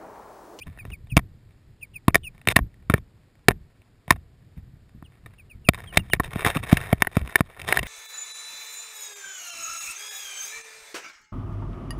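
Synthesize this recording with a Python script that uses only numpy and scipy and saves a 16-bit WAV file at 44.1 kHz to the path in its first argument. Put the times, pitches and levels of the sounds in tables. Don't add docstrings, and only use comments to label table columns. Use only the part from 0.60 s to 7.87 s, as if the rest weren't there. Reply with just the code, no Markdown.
import sys
import numpy as np
from scipy import signal
from scipy.fft import rfft, irfft, next_fast_len
from scipy.io import wavfile
from scipy.ndimage import uniform_filter1d

SR = 44100
rng = np.random.default_rng(int(sys.argv[2]) if len(sys.argv) > 2 else 0)


def wav_record(signal):
    frames = np.transpose(np.atleast_2d(signal))
    bounded = np.clip(frames, -1, 1)
    quanta = np.round(bounded * 32767).astype(np.int16)
    wavfile.write(sys.argv[1], SR, quanta)


N = 320607


def from_db(db):
    return 10 ** (np.asarray(db) / 20)


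def rms_one(x):
    return x / np.sqrt(np.mean(x ** 2) + 1e-20)


def peak_at(rows, db):
    return rows / np.abs(rows).max(axis=1, keepdims=True) * from_db(db)[:, None]


def drift(rate_hz):
    pole = np.exp(-2 * np.pi * rate_hz / SR)
    noise = rng.standard_normal(N + SR)
    slow = signal.lfilter([1], [1, -2 * pole, pole * pole], noise)
    return rms_one(slow[SR:])


def coloured(spectrum):
    size = next_fast_len(N)
    hz, db = np.transpose(spectrum)
    grid_hz = np.arange(1, size // 2 + 2) * SR / size
    gain = from_db(np.interp(np.log(grid_hz), np.log(hz), db))
    return rms_one(irfft(rfft(rng.standard_normal(size)) * gain, size)[:N])


def laid_out(seconds, rows):
    out = np.zeros(N + rows.shape[1])
    starts = np.round(seconds * SR).astype(int)
    for start, row in zip(starts, rows):
        out[start:start + len(row)] += row
    return out[:N]


# (frequency [Hz], strength [dB], decay t60 [s])
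HOUSING = [(60, -4.5, .05), (132, 2.5, 0.015), (310, -7.5, 0.014), (394, -5.5, 0.021), (695, -1.5, 0.016),
           (1058, -1, 0.013), (1371, 0, 0.0081), (1828.5, 0, 0.016), (2272, -1.5, 0.011),
           (2693, -7.5, .012), (3115, -2, 0.011), (3674, 1, 0.015), (4350, -8.5, 0.0055),
           (4900, -5.5, 0.0095), (5660, -0.5, .005)]
JOLT_MODES = HOUSING[:3]
SHELL = HOUSING[3:7], HOUSING[7:8], HOUSING[8:10], HOUSING[10:]
SHELL_SIGNS = 1, 1, -1, -1


def ring(forces, modes, spread_db):
    out = 0
    chance = rng.standard_normal((len(forces), len(modes)))
    for k, (hz, db, t60) in enumerate(modes):
        decay = from_db(-60 / (t60 * SR))
        w = 2 * np.pi * hz / SR
        sign = (-1) ** (k + 1)
        gain = sign * from_db(db + spread_db * chance[:, k:k + 1])
        resonator = [1, -2 * decay * np.cos(w), decay * decay]
        out = out + gain * signal.lfilter([0, np.sin(w)], resonator, forces + 1e-18)
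    return out


# (time [s], length [ms], first pitch [Hz], last pitch [Hz], bend of the glide [exponent],
# crest level [dB], opening level re crest [dB], hoarseness [0 = clear])
PEEPS = [(0, 39.5, 2350, 3600, 4, -39.5, -14, 0), (.181, 50.4, 2740, 2220, 1.4, -44.5, -3.5, 0.19),
         (0.311, 48, 3110, 2195, 1.48, -40.5, -11, 0.6), (.492, 46.7, 3100, 2280, 1.23, -40, -17, 1),
         (1.207, 46, 2940, 2195, 1.2, -37.5, -16.5, 0.51),
         (1.332, 51.4, 2970, 2220, 1.03, -38, -18.5, 0.95),
         (1.629, 62.4, 3120, 2330, 1.06, -36.5, -10.5, 0.78), (4.436, 42, 3750, 2473, 1.35, -56.5, -10, .1),
         (4.78, 48.5, 2880, 2230, 1.64, -55, 3.5, 0.2), (4.895, 48, 2950, 2240, 1.9, -51, 0, 0.029),
         (5.044, 52.5, 2900, 2230, 1.1, -47, -3, 0.21), (5.265, 55, 3365, 2760, 0.88, -48.5, -3, 0.4),
         (5.385, 36, 2970, 2640, 1.12, -43, -8, 0), (5.503, 43.2, 3300, 2700, 2.2, -40, -3, 0.17)]
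OCTAVE_DB = -23.5
RASP_HZ, RASP_S = 465, 0.014
PEEP_ATTACK_S, PEEP_RELEASE_S, PEEP_EDGE_DB = 0.0078, 0.011, -21
PEEP_CREST_S, PEEP_SAG_DB = .022, -4
WALL_ECHO_S, WALL_ECHO_DB = .0028, -3.5


def peeps():
    flutter_band = signal.butter(4, RASP_HZ, fs=SR, output="sos")
    hoarse = rms_one(signal.sosfilt(flutter_band, rng.standard_normal(N)))
    out = np.zeros(N)
    for s, length_ms, first_hz, last_hz, bend, db, opening_db, rasp in PEEPS:
        length = length_ms / 1e3
        at = np.arange(int(s * SR), int((s + length) * SR))
        t = np.maximum(at / SR - s, 0)

        height = t / length if last_hz > first_hz else np.maximum(1 - t / length, 0)
        pitch_hz = min(first_hz, last_hz) + abs(first_hz - last_hz) * height ** bend
        phase = 2 * np.pi * np.cumsum(pitch_hz) / SR
        tone = np.sin(phase)
        octave = from_db(OCTAVE_DB) * np.sin(2 * phase)

        start_db = opening_db + PEEP_EDGE_DB * (s > 0)
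        turns = [0, PEEP_ATTACK_S, length - PEEP_CREST_S, length - PEEP_RELEASE_S, length]
        shape_db = np.interp(t, turns, [start_db, opening_db, 0, PEEP_SAG_DB, PEEP_EDGE_DB])
        flutter = 1 + rasp * np.exp(-(t / RASP_S) ** 4) * hoarse[at]
        out[at] += np.sqrt(2) * from_db(db + shape_db) * (flutter * tone + octave)
    samples = np.arange(N)
    echo = np.interp(samples - WALL_ECHO_S * SR, samples, out)
    return out + from_db(WALL_ECHO_DB) * echo


# (time [s], level [dB])
TRAMPLING = [(0.0, -56), (0.12, -51), (0.28, -45), (0.47, -46.5), (0.89, -54), (1.07, -56), (2.27, -52.5),
             (2.59, -60), (3.36, -58), (3.62, -52.5), (4.96, -53.5), (5.28, -49), (5.43, -48),
             (5.55, -44.5), (5.93, -42), (6.5, -52), (6.66, -45), (6.82, -78), (7.07, -45), (7.27, -38)]
# (frequency [Hz], level [dB per Hz])
RUMBLE = [(12, -27.5), (20, -1.5), (65, 0), (123, 0.5), (166, -6.5), (248, -21.5), (357, -22.5),
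          (500, -30.5), (650, -70.5), (1100, -120)]
SETTLE_DB, SETTLE_S = -27.5, .04


def rumble(t):
    knock_s, jolt_db = np.transpose(KNOCKS)[[0, 2]]
    settling = from_db(jolt_db + SETTLE_DB)[:, None] * np.exp(-t[:SR // 3] / SETTLE_S)
    trampling = from_db(np.interp(t, *np.transpose(TRAMPLING)))
    lumps = from_db(3.2 * drift(13))
    return (trampling + laid_out(knock_s, settling)) * lumps * coloured(RUMBLE)


# (frequency [Hz], level [dB per Hz])
HISS = [(120, -29), (200, -3.5), (1030, -21), (1550, -21), (1820, -21), (2900, -25.5), (3700, -26),
        (4990, -24.5), (6000, -31.5), (7800, -66.5), (13200, -120)]
HISS_DB = -65


def hiss():
    return from_db(HISS_DB) * coloured(HISS)


# (time [s], length [ms], level [dB], high modes re that level [dB])
STROKES = [(0.066, 110, -62.5, -11), (.165, 52.2, -61, -16), (0.229, 108, -61, -8), (.563, 38.5, -45, -12),
           (1.481, 27, -45, -27), (1.544, 39.5, -45.5, -3), (1.721, 120, -73, -10), (1.872, 54, -33, -4.5),
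           (1.959, 23.8, -23.5, -11.5), (1.984, 18.5, -45, -16.5), (2.299, 12, -37, -23.5),
           (2.316, 24, -49.5, -13), (2.34, 19, -37, -19), (2.359, 27.7, -48, -9.5),
           (2.889, 32.5, -35.5, -19.5), (3.486, 21, -54.5, -8.5), (3.505, 38, -42, -12),
           (3.95, 57.4, -66.5, -9), (4.5, 87, -69, -12), (4.64, 110, -67.5, -15), (5.085, 19.5, -47.5, -10),
           (5.322, 46, -45.5, -17), (5.359, 40, -43.5, -2), (5.536, 16.7, -23.5, -7),
           (5.555, 16, -45, -17.5), (5.597, 24, -57, -18), (5.634, 27, -41, -7), (5.847, 58.7, -20, -8.5),
           (6.324, 16, -34, -23)]
# (time [s], level [dB])
LEANING = [(5.13, -77), (5.14, -56), (5.25, -48.5), (5.3, -63), (5.34, -52), (5.53, -59.5), (5.57, -75),
           (5.63, -55), (5.64, -51), (5.74, -49), (5.76, -41.5), (5.91, -35), (5.93, -43.5), (5.96, -34),
           (6.0, -50), (6.02, -64), (6.03, -42), (6.13, -30), (6.15, -40), (6.31, -38.5), (6.35, -50.5),
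           (6.41, -46.5), (6.44, -57), (6.5, -63), (6.53, -40), (6.58, -41), (6.6, -48.5), (6.8, -43.5),
           (6.83, -54), (6.98, -54.5), (6.995, -46.5), (7.06, -45), (7.08, -31.5), (7.19, -35), (7.21, -49),
           (7.27, -40)]
RUSTLE_DB = -77
RUB_SHARES_DB = -2.5, -4.5, -6
LEANING_HIGH_DB = -10
SHORT_STROKE_MS = 45
SHORT_FADE_DB, LONG_FADE_DB = -8.5, -1.5


def rubbing(t):
    sizes = from_db(4.5 * np.minimum(rng.exponential(1, N), 5)) * rng.choice([-1, 1], N)
    happens = rng.random(N) < 2600 / SR
    clumps = from_db(3.8 * drift(40))
    slips = sizes * happens * clumps

    families = []
    for modes, sign in zip(SHELL, SHELL_SIGNS):
        ringing = sign * rms_one(ring(slips[None], modes, spread_db=0)[0])
        families.append(ringing * from_db(1.8 * drift(25)))

    leaning = from_db(np.interp(t, *np.transpose(LEANING))) * (t > LEANING[0][0])
    steady = from_db(RUSTLE_DB) + leaning
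    gains = steady * from_db([*RUB_SHARES_DB, LEANING_HIGH_DB])[:, None]
    for s, length_ms, db, high_db in STROKES:
        at = np.arange(int(s * SR), int((s + length_ms / 1e3) * SR))
        change_db = LONG_FADE_DB if length_ms > SHORT_STROKE_MS else SHORT_FADE_DB
        fade_db = change_db * np.linspace(-.5, .5, len(at))
        shares_db = np.array([*RUB_SHARES_DB, high_db])[:, None]
        gains[:, at] += from_db(db + shares_db + fade_db)
    smooth_gains = uniform_filter1d(gains, size=120, axis=1)
    return np.sum(np.array(families) * smooth_gains, axis=0)


# (time [s], peak level [dB])
BUMPS = [(0.062, -34.5), (0.256, -35), (0.31, -30), (.519, -21), (0.593, -36.5), (2.001, -19),
         (2.92, -30.5), (3.538, -28), (3.968, -29), (4.019, -35.5), (4.344, -35), (4.944, -34),
         (5.378, -20.5), (6.028, -32), (6.609, -24), (7.083, -30)]
BUMP_MS = 22


def bumps():
    s, db = np.transpose(BUMPS)
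    ms = np.arange(6000) / SR * 1e3
    shoves = rng.standard_normal((len(s), len(ms))) * np.exp(-ms / BUMP_MS)
    soft = signal.sosfilt(signal.butter(2, 140, fs=SR, output="sos"), shoves)
    return laid_out(s, peak_at(ring(soft, JOLT_MODES, spread_db=2.5), db))


# (time [s], ring peak [dB], jolt level [dB], brightness re ring [dB], contact [ms],
# shove length [ms], negative is inward)
KNOCKS = [(.069, -41.5, -49, -3, 2.1, -4), (0.1742, -42, -44, -16, 1.7, -3.5),
          (0.1878, -37, -65, -9, 1.8, -1.5), (0.2516, -35.5, -34, -5, 1.5, -1.5),
          (0.3022, -45, -59, 1, 3.5, -1.5), (0.4699, -56, -58.5, 3, 2, -1.5),
          (0.5676, -12.5, -3.5, 8.5, 1.66, 0.07), (.575, -15.5, -8, 5, 1.8, 0.5),
          (0.59, -28.5, -26, -3.5, 4.9, 2), (1.481, -12.5, -1, -2.5, 3.5, 0.6),
          (1.545, -8, -19.5, -0.5, 2, 0.5), (1.5545, -1, -13, -4.5, 1.4, -1.4),
          (1.779, -54.5, -54.5, 7, 1, -6), (1.8144, -46, -61, 1, 2, 1), (1.853, -50, -62.5, -2, 2.4, -1.5),
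          (1.873, -9.5, -16.5, 0, 0.47, 3.7), (1.8859, -9.5, -21.5, 5, 1, -6.5),
          (1.9018, -27, -33, 4, 1.3, 1.5), (1.9121, -19.5, -32, -1.5, 3.5, 1),
          (1.961, -8, -27, 1, 2.5, -1.5), (1.9646, -2, -6.5, -2.5, 1.37, -0.55),
          (1.989, -20.5, -16, -4.5, 1.25, -1.5), (2.1415, -52.5, -78, 0, 1, -1.5),
          (2.2985, -19, -7.5, -0.5, 1.33, 1.5), (2.307, -38, -26, 6.5, 3.6, -1.5),
          (2.3385, -12, -8, -2.5, 2.4, 4), (2.3582, -49.5, -33.5, 5, 2.2, -1.5),
          (2.379, -41.5, -31, 4.5, 1.7, 5), (2.7538, -52.5, -72.5, -4, 1, -1.5),
          (2.8833, -0.5, -3.5, -1, 3.24, 1.5), (2.908, -20, -19, -6.5, 0.55, 2),
          (2.9154, -26.5, -38, -5, 0.94, -1.5), (3.2178, -56.5, -64, 6, 1, -1.5),
          (3.4791, -37.5, -30.5, 0.5, 1.46, -5), (3.5058, 0, -10, -4, 3.9, 3.6),
          (3.5221, -26.5, -25, 2, 0.88, -6.5), (3.559, -44.5, -39, -6, 6.4, 3),
          (3.976, -58, -52, 2.5, 5, -1.5), (4.2932, -57.5, -66, -1.5, 2, -1.5),
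          (4.4246, -46, -32, -11, 0.56, -0.55), (4.66, -38, -44, -4, 5.1, -0.5),
          (5.0876, -6, -3.5, 5, 2.87, 2.6), (5.1348, -26.5, -40, -4.5, .6, 0.5),
          (5.1447, -28.5, -41, 0, 2.8, 5), (5.1521, -34, -51, -4, 1.9, -1),
          (5.177, -41.5, -39, -8.5, 4.6, -4), (5.203, -33.5, -46, -5.5, 1.9, -5.5),
          (5.3371, -40.5, -50, 5, 3.5, -1.5), (5.3439, -36, -45, 4, 2.9, 0.5),
          (5.3718, -5, -10, 3, 3.4, -0.2), (5.499, -39, -40, 1, 2.26, 3), (5.534, -2.5, -18, -5, 0.89, -4),
          (5.5405, -27, -29.5, -7.5, 1.5, -1.5), (5.598, -15, -13, -12, 5.95, -0.3),
          (5.6444, -35.5, -42, 5, 3.1, -1.5), (5.707, -42, -59, 4, 1.8, -1.5),
          (5.732, -31.5, -32, 1, 4, -15), (5.7579, -33, -15, 3, 0.47, -3), (5.8489, -9, -30, -15, 3, -3),
          (5.8641, -20, -16, -13, 1.8, 0.8), (5.9016, -31, -45, 7, 2.4, -1.5),
          (5.9564, -25.5, -35, -6, 1.8, -1.5), (5.962, -33.5, -13.5, 5, 3.8, -0.7),
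          (5.9691, -25, -18, 5.5, 3.1, -1), (6.0344, -34.5, -27.5, 7, 7.1, -1.8),
          (6.0967, -34, -43, -2, 4.2, 1), (6.1278, -29.5, 2, 17, 1.57, -1.5),
          (6.17, -12.5, -31.5, -4, 3.9, -5), (6.2121, -28, -43, -2, 3, 5),
          (6.2898, -34, -48, -14, 6.1, -3.1), (6.3136, -31, -57, -7, 2.1, -2),
          (6.3282, -16, -5.5, 1.5, 1.2, -3), (6.4209, -1, -17.5, -5, 1.46, -1),
          (6.4482, -22, -37, -20, 1.6, -12), (6.4706, -13.5, -32, -26, 3.2, -0.5),
          (6.5684, -23.5, -7, 4, 0.45, -2), (6.5927, -45, -42, 10, 1.5, -1.5),
          (6.615, -39, -32, 3.5, 0.64, 6), (6.675, -36, -35, 6.5, .5, -2.5),
          (6.692, -37, -44, -12, 6.8, 2.5), (6.7565, 0.5, -23.5, -10, 2.1, -0.04),
          (6.8066, -16.5, -8, -1.5, 0.43, -0.5), (6.9983, -35.5, -42, 6.5, 2, 1.1),
          (7.0161, -34.5, -47, 9, 2.5, -5), (7.04, -42, -57, -2, 2, -1.5),
          (7.107, -30.5, -34, -0.5, 6.2, 0.5), (7.125, -2, -34, -15, 2.1, -1),
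          (7.1718, -5.5, -28, -11, 1.8, -.6), (7.1905, -18, -33.5, 1, 3.6, -0.5),
          (7.2296, -31, -26, 8.5, 2.5, -1.5)]
LOW_DB, LOW_FOLLOWS_JOLT = 3, .55
UPPER_DB, HIGH_DB = 0.16, -3.5


def knocks():
    s, ring_db, jolt_db, bright_db, contact_ms, shove_ms = np.transpose(KNOCKS)
    ms = np.arange(4000) / SR * 1e3
    touching = 1 / (1 + (ms / contact_ms[:, None]) ** 6)
    force = 0.36 * touching * rng.standard_normal((len(s), len(ms)))
    force[:, 0] = -3.2 * np.sign(shove_ms)

    low_db = ring_db + LOW_DB + LOW_FOLLOWS_JOLT * (jolt_db - ring_db)
    upper_db = ring_db + bright_db + UPPER_DB
    high_db = ring_db + bright_db + HIGH_DB
    ringing = 0
    for modes, db, sign in zip(SHELL, (low_db, ring_db, upper_db, high_db), SHELL_SIGNS):
        ringing = ringing + sign * peak_at(ring(force, modes, spread_db=2.0), db)

    shove = np.sin(np.pi * np.clip(ms / shove_ms[:, None], -1, 1))
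    kick = np.gradient(shove, axis=1)
    rocking = peak_at(ring(kick, JOLT_MODES, spread_db=2.1), 0 * s)
    jolt = peak_at(rocking + 0.27 * shove, jolt_db)
    return laid_out(s, ringing + jolt)


SIDE_DB = -45


def scene():
    t = np.arange(N) / SR
    mono = peeps() + rumble(t) + hiss() + rubbing(t) + bumps() + knocks()
    side = from_db(SIDE_DB) * drift(300)
    return mono * (1 + side * np.array([[1], [-1]]))


SAMPLE_HZ, CUTOFF_HZ = 12000, 16182


def record(dry):
    smooth = signal.sosfilt(signal.butter(4, 5500, fs=SR, output="sos"), dry)
    sampled = signal.resample_poly(smooth, SAMPLE_HZ, SR, axis=1)
    overloaded = np.clip(sampled, -.93, .93)
    steps = np.repeat(overloaded, 4, axis=1)
    held = signal.resample_poly(steps, SR, 4 * SAMPLE_HZ, axis=1)[:, :N]
    top_cut = signal.cheby2(12, 70, CUTOFF_HZ, fs=SR, output="sos")
    return np.clip(signal.sosfilt(top_cut, held), -1, 1)


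dry = scene()
out = record(dry)
wav_record(out)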